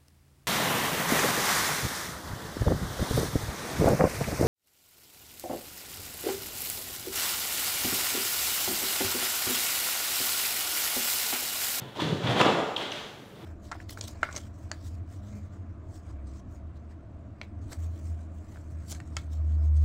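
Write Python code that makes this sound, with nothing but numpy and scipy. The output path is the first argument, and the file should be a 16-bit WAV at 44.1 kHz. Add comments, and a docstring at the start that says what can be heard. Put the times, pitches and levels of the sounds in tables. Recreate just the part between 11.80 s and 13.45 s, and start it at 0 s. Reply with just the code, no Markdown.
"""A barefoot martial artist steps through and punches in a bare, echoing hall with a wooden floor.
First the boards thump under his feet, a sole chirps and his heavy cotton jacket swishes as it rubs.
At about 0.6 s the punch whips the cloth tight, and it snaps. Then the jacket rustles as he settles,
and a sole slips on the varnish with tiny squeaks. One last soft footfall comes at about 1.6 s."""
import sys
import numpy as np
from scipy import signal
from scipy.fft import rfft, irfft
from scipy.io import wavfile

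SR = 44100
rng = np.random.default_rng(int(sys.argv[2]) if len(sys.argv) > 2 else 0)


def unload_audio(sound):
    """Save the sound as a 16-bit wav file, at the path given as the first command line argument."""
    columns = np.transpose(np.atleast_2d(sound))
    # keep every value between -1 and 1, then stretch to whole-number steps
    steps = np.round(np.clip(columns, -1, 1) * 32767)
    wavfile.write(sys.argv[1], SR, steps.astype(np.int16))


N = 72765
T = np.arange(N) / SR

# the quiet background of the hall: (frequency [Hz], level [dB])
ROOM_TONE = [(20, -15), (35, 2), (60, -4.5), (110, -2), (160, -0.5), (230, -8), (400, -8), (800, -19.5),
             (2000, -26.5), (3400, -38), (5000, -39.5), (9000, -38.5), (15500, -39)]
# how long the hall rings: (frequency [Hz], time to fade by 60 dB [s])
HALL_FADE = [(60, 0.5), (150, 0.7), (400, 1.22), (800, 1.183), (1600, 1.09), (3400, 0.9), (7000, 1.23),
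             (15000, 0.45)]
# echoes off the near walls: (delay [s], gain [ratio])
WALL_ECHOES = [(.016, 0.32), (0.046, 0.18)]
# skin slipping on varnish: (time [s], level [dB], length [s], start pitch [Hz], end pitch [Hz])
SOLE_SLIPS = [(0.193, -27.5, 0.00863, 1080, 954), (0.9633, -23, 0.00676, 4150, 2987),
              (1.1176, -34.5, 0.0017, 6480, 6070), (1.120, -30.5, 0.0058, 3214, 2810)]
# strokes of cloth: (peak time [s], level [dB], rise [s], fall [s],
# flap compared with hiss [dB], fizz compared with hiss [dB])
CLOTH_STROKES = [(0.011, -50, 0.031, 0.12, 1, -9), (.172, -44, .018, 0.086, 4, -5.5),
                 (0.205, -33.5, 0.0074, 0.028, -5.5, -13), (.224, -38.5, 0.022, 0.04, -6, -2),
                 (0.294, -42.5, 0.064, 0.076, 1.5, -7.5), (.458, -39, 0.043, 0.038, 4, -8),
                 (0.472, -30, 0.0047, 0.019, -1, -26), (0.513, -32.5, 0.031, 0.028, 3.5, -9.5),
                 (0.578, -34.5, 0.026, 0.032, 9, -8.5), (0.61, -27.5, 0.027, 0.014, 4, -8.5),
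                 (0.669, -35.5, 0.029, 0.052, 13, -9.5), (0.792, -44, 0.016, 0.043, 9.5, -11.5),
                 (.978, -40.5, .008, 0.015, 6, -1), (1.019, -36, 0.026, 0.05, -4, -10),
                 (1.125, -42, 0.0065, 0.026, -5, -3), (1.165, -42, 0.023, 0.05, -5.5, -5.5),
                 (1.25, -52, 0.047, 0.026, -2, -23), (1.645, -58, 0.12, .05, 3, -6)]
# coarse weave rubbing: (frequency [Hz], level [dB])
WEAVE_HISS = [(100, -39), (500, -14.5), (1200, -2), (1800, -4), (2500, -6.5), (3400, -0.5), (4100, -10),
              (5000, -19.5), (7000, -25), (9500, -35), (15500, -45)]
# loose folds pushing air: (frequency [Hz], level [dB])
FOLD_FLAP = [(40, -61), (90, -7.5), (220, 1), (400, 0.5), (680, 2), (900, -2), (1250, -8), (1700, -14.5),
             (3000, -21.5), (6000, -54), (16000, -74)]
# fine fibres rubbing, also the grit in a squeak: (frequency [Hz], level [dB])
FIBRE_FIZZ = [(100, -58), (2000, -34), (3200, 6), (4200, 2), (5200, -4.5), (7000, -9.5), (9500, -16.5),
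              (15500, -26)]
# feet on springy boards: (time [s], level [dB], board pitch [Hz], rise [s], time to fade by 60 dB [s])
STEPS = [(.012, -35.5, 128.8, 0.0071, 0.13), (.185, -32, 343.6, 0.0055, 0.088),
         (.219, -21, 306, 0.0035, 0.059), (0.233, -26.5, 158.5, 0.044, .28),
         (.302, -29.5, 437, 0.0073, .06), (.318, -20.5, 187, 0.012, 0.037),
         (0.436, -22, 119.3, 0.0097, 0.13), (.483, -21, 118.5, 0.01, .13),
         (0.596, -33.5, 111.2, 0.012, 0.35), (.662, -24, 296, 0.0035, .07),
         (1.615, -42.5, 332.5, 0.027, .1)]
# a board's higher tones: (multiple of its pitch [ratio], level [dB])
BOARD_OVERTONES = [(1.75, -13), (2.95, -14.5)]
# a sole pressing on the floor: (frequency [Hz], level [dB])
SOLE_THUD = [(40, -37), (100, 1.5), (190, 1), (300, -8), (480, -6.5), (700, -22), (2000, -52), (16000, -80)]
# cloth pulling tight: (time [s], level [dB], pop decay [s], crack compared with pop [dB])
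CLOTH_SNAPS = [(.6015, -17, 0.01, -15), (.612, -17, 0.0047, 0), (0.663, -20, 0.0084, -32)]
# the dull part of a snap: (frequency [Hz], level [dB])
SNAP_POP = [(50, -45), (150, -10), (400, 0.5), (700, -6), (1200, -2.5), (1700, -19.5), (4000, -19),
            (16000, -86)]
# the bright part of a snap: (frequency [Hz], level [dB])
SNAP_CRACK = [(200, -29), (1200, 4), (2800, 5.5), (4300, -15), (5300, -8.5), (7200, -12), (10000, -25.5),
              (15500, -32)]


def amp(db):
    """Turn decibels into a number to multiply by."""
    return 10 ** (np.asarray(db) / 20)


def unit(x):
    """Scale a sound so that its average strength (rms) is 1."""
    return x / np.sqrt(np.mean(x ** 2) + 1e-20)


def look_up(table, hz):
    """Read between the rows of a table, along a log-frequency scale."""
    row_hz, value = np.transpose(table)
    return np.interp(np.log(hz + 1), np.log(row_hz + 1), value)


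def colour(x, spectrum):
    """Turn the lows and highs of x up or down as the table says, at strength 1."""
    gain = amp(look_up(spectrum, np.fft.rfftfreq(N, 1 / SR)))
    return unit(irfft(rfft(x) * gain, N))


def noise(spectrum):
    """Steady noise with the given lows and highs."""
    return colour(rng.standard_normal(N), spectrum)


def hit_shape(start, rise, fade):
    """Loudness of a hit: a smooth rise, then a drop of 60 dB every `fade` seconds."""
    swell = np.sin(np.pi / 2 * np.clip((T - start) / rise, 0, 1))
    return swell * np.exp(-np.log(1000) * np.maximum(T - start - rise, 0) / fade)


def room_tone():
    """The hall's faint, steady rumble."""
    return amp(-47.5) * noise(ROOM_TONE)


def hall_tail():
    """The hall's answer to one click: a wash of echoes, each frequency fading at its own speed."""
    delay_s, build_s = 0.0088, 0.0053
    hz, t, bands = signal.stft(rng.standard_normal(N), SR, nperseg=512)
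    fading = np.exp(-np.log(1000) * t / look_up(HALL_FADE, hz)[:, None])
    tail = signal.istft(bands * fading, SR)[1][:N]
    tail *= np.clip((T - delay_s) / build_s, 0, 1)
    return tail / np.linalg.norm(tail)


def hall(x, swing_hz=7):
    """Two early wall echoes, then a smooth wash of hall echo that swings steadily between two tails."""
    turn = 2 * np.pi * swing_hz * T
    shares = np.cos(turn), np.sin(turn)  # swinging keeps single tones from sticking out
    late = sum(signal.fftconvolve(x * share, hall_tail())[:N] for share in shares)
    early = sum(gain * np.interp(T - delay, T, x, left=0) for delay, gain in WALL_ECHOES)
    return early + late


def sole_squeaks():
    """Skin sticks and slips unevenly on varnish, making tiny chirps that fall in pitch."""
    slip_s, edge_s, jitter = 0.0003, 0.00028, 0.122
    out = np.zeros(N)
    grit = amp(-21) * noise(FIBRE_FIZZ)
    uneven = 1 + jitter * np.interp(T / slip_s, np.arange(N), rng.standard_normal(N))
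    for start, db, length, from_hz, to_hz in SOLE_SLIPS:
        t = np.maximum(T - start, 0)
        hz = to_hz + (from_hz - to_hz) * (1 - np.minimum(t / length, 1)) ** 2
        tone = np.sin(2 * np.pi * np.cumsum(hz * uneven) / SR)
        on_off = np.clip(np.minimum(t, length - t) / edge_s, 0, 1)
        out += amp(db) * on_off * (tone + grit)
    return out


def rubbing(spectrum):
    """Countless fibres catch and let go over a smooth hiss, with a very slight flutter."""
    catches_per_s, spread_db, flutter_s, flutter_db = 2500, 3.5, 0.015, -0.1
    size = amp(spread_db * np.minimum(rng.exponential(1, N), 4))
    catches = size * rng.choice([-1, 1], N) * (rng.random(N) < catches_per_s / SR)
    flutter = np.interp(T / flutter_s, np.arange(N), rng.standard_normal(N))
    hiss = 0.81 * rng.standard_normal(N)
    return colour((unit(catches) + hiss) * amp(flutter_db * flutter), spectrum)


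def jacket_swishes():
    """Each stroke of cloth swells and dies; loose folds add low flapping, fast rubbing adds fizz."""
    layers = WEAVE_HISS, FOLD_FLAP, FIBRE_FIZZ
    powers = np.zeros((3, N))
    for peak, db, rise, fall, flap_db, fizz_db in CLOTH_STROKES:
        before, after = np.minimum(T - peak, 0), np.maximum(T - peak, 0)
        stroke = amp(db) * np.exp(-(before / rise) ** 2 - after / fall)
        powers += np.outer(amp([0, flap_db, fizz_db]), stroke) ** 2
    return sum(rubbing(spectrum) * np.sqrt(power) for spectrum, power in zip(layers, powers))


def footfalls():
    """Each foot makes the boards ring briefly over the dull thud of the sole."""
    out = np.zeros(N)
    thud_noise = amp(-13.5) * noise(SOLE_THUD)
    for start, db, hz, rise, fade in STEPS:
        turn = 2 * np.pi * hz * (T - start)
        overtones = sum(amp(tone_db) * np.sin(ratio * turn) for ratio, tone_db in BOARD_OVERTONES)
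        ring = (np.sin(turn) + overtones) * hit_shape(start, rise, fade)
        thud = thud_noise * hit_shape(start, rise, fade=0.53)
        out += amp(db) * (thud - ring)
    return out


def puff(x, start, decay):
    """A short puff with a set energy, cut from noise x; it falls to 37% in `decay` seconds."""
    shape = hit_shape(start, rise=0.0012, fade=decay * np.log(1000))
    return unit(x * shape) * np.sqrt(np.mean(shape ** 2))


def punch_snaps():
    """Sleeve and trouser leg whip tight: a short pop with a crack on top."""
    out = np.zeros(N)
    pop_noise, crack_noise = noise(SNAP_POP), noise(SNAP_CRACK)
    for start, db, decay, crack_db in CLOTH_SNAPS:
        pop = puff(pop_noise, start, decay)
        crack = amp(crack_db) * puff(crack_noise, start, decay=0.0041)
        out += amp(db) * (pop + crack)
    return out


def scene():
    """Feet and cloth, each with its own amount of hall echo, over quiet room tone."""
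    # (sound, echo level [dB])
    sources = [(footfalls(), -6.5), (jacket_swishes(), -2), (punch_snaps(), -3.5), (sole_squeaks(), -6)]
    heard = sum(sound + amp(echo_db) * hall(sound) for sound, echo_db in sources)
    return (heard + room_tone())[None]


def record(dry):
    """The microphone weakens the deep bass, and the recorder cuts the highest treble."""
    low_hz, high_hz = 92, 15700
    bass_cut = signal.butter(2, low_hz, "highpass", fs=SR, output="sos")
    treble_cut = signal.firwin(511, high_hz, window=("kaiser", 9), fs=SR)
    return signal.oaconvolve(signal.sosfilt(bass_cut, dry), treble_cut[None], "same")


dry = scene()
out = record(dry)
unload_audio(out)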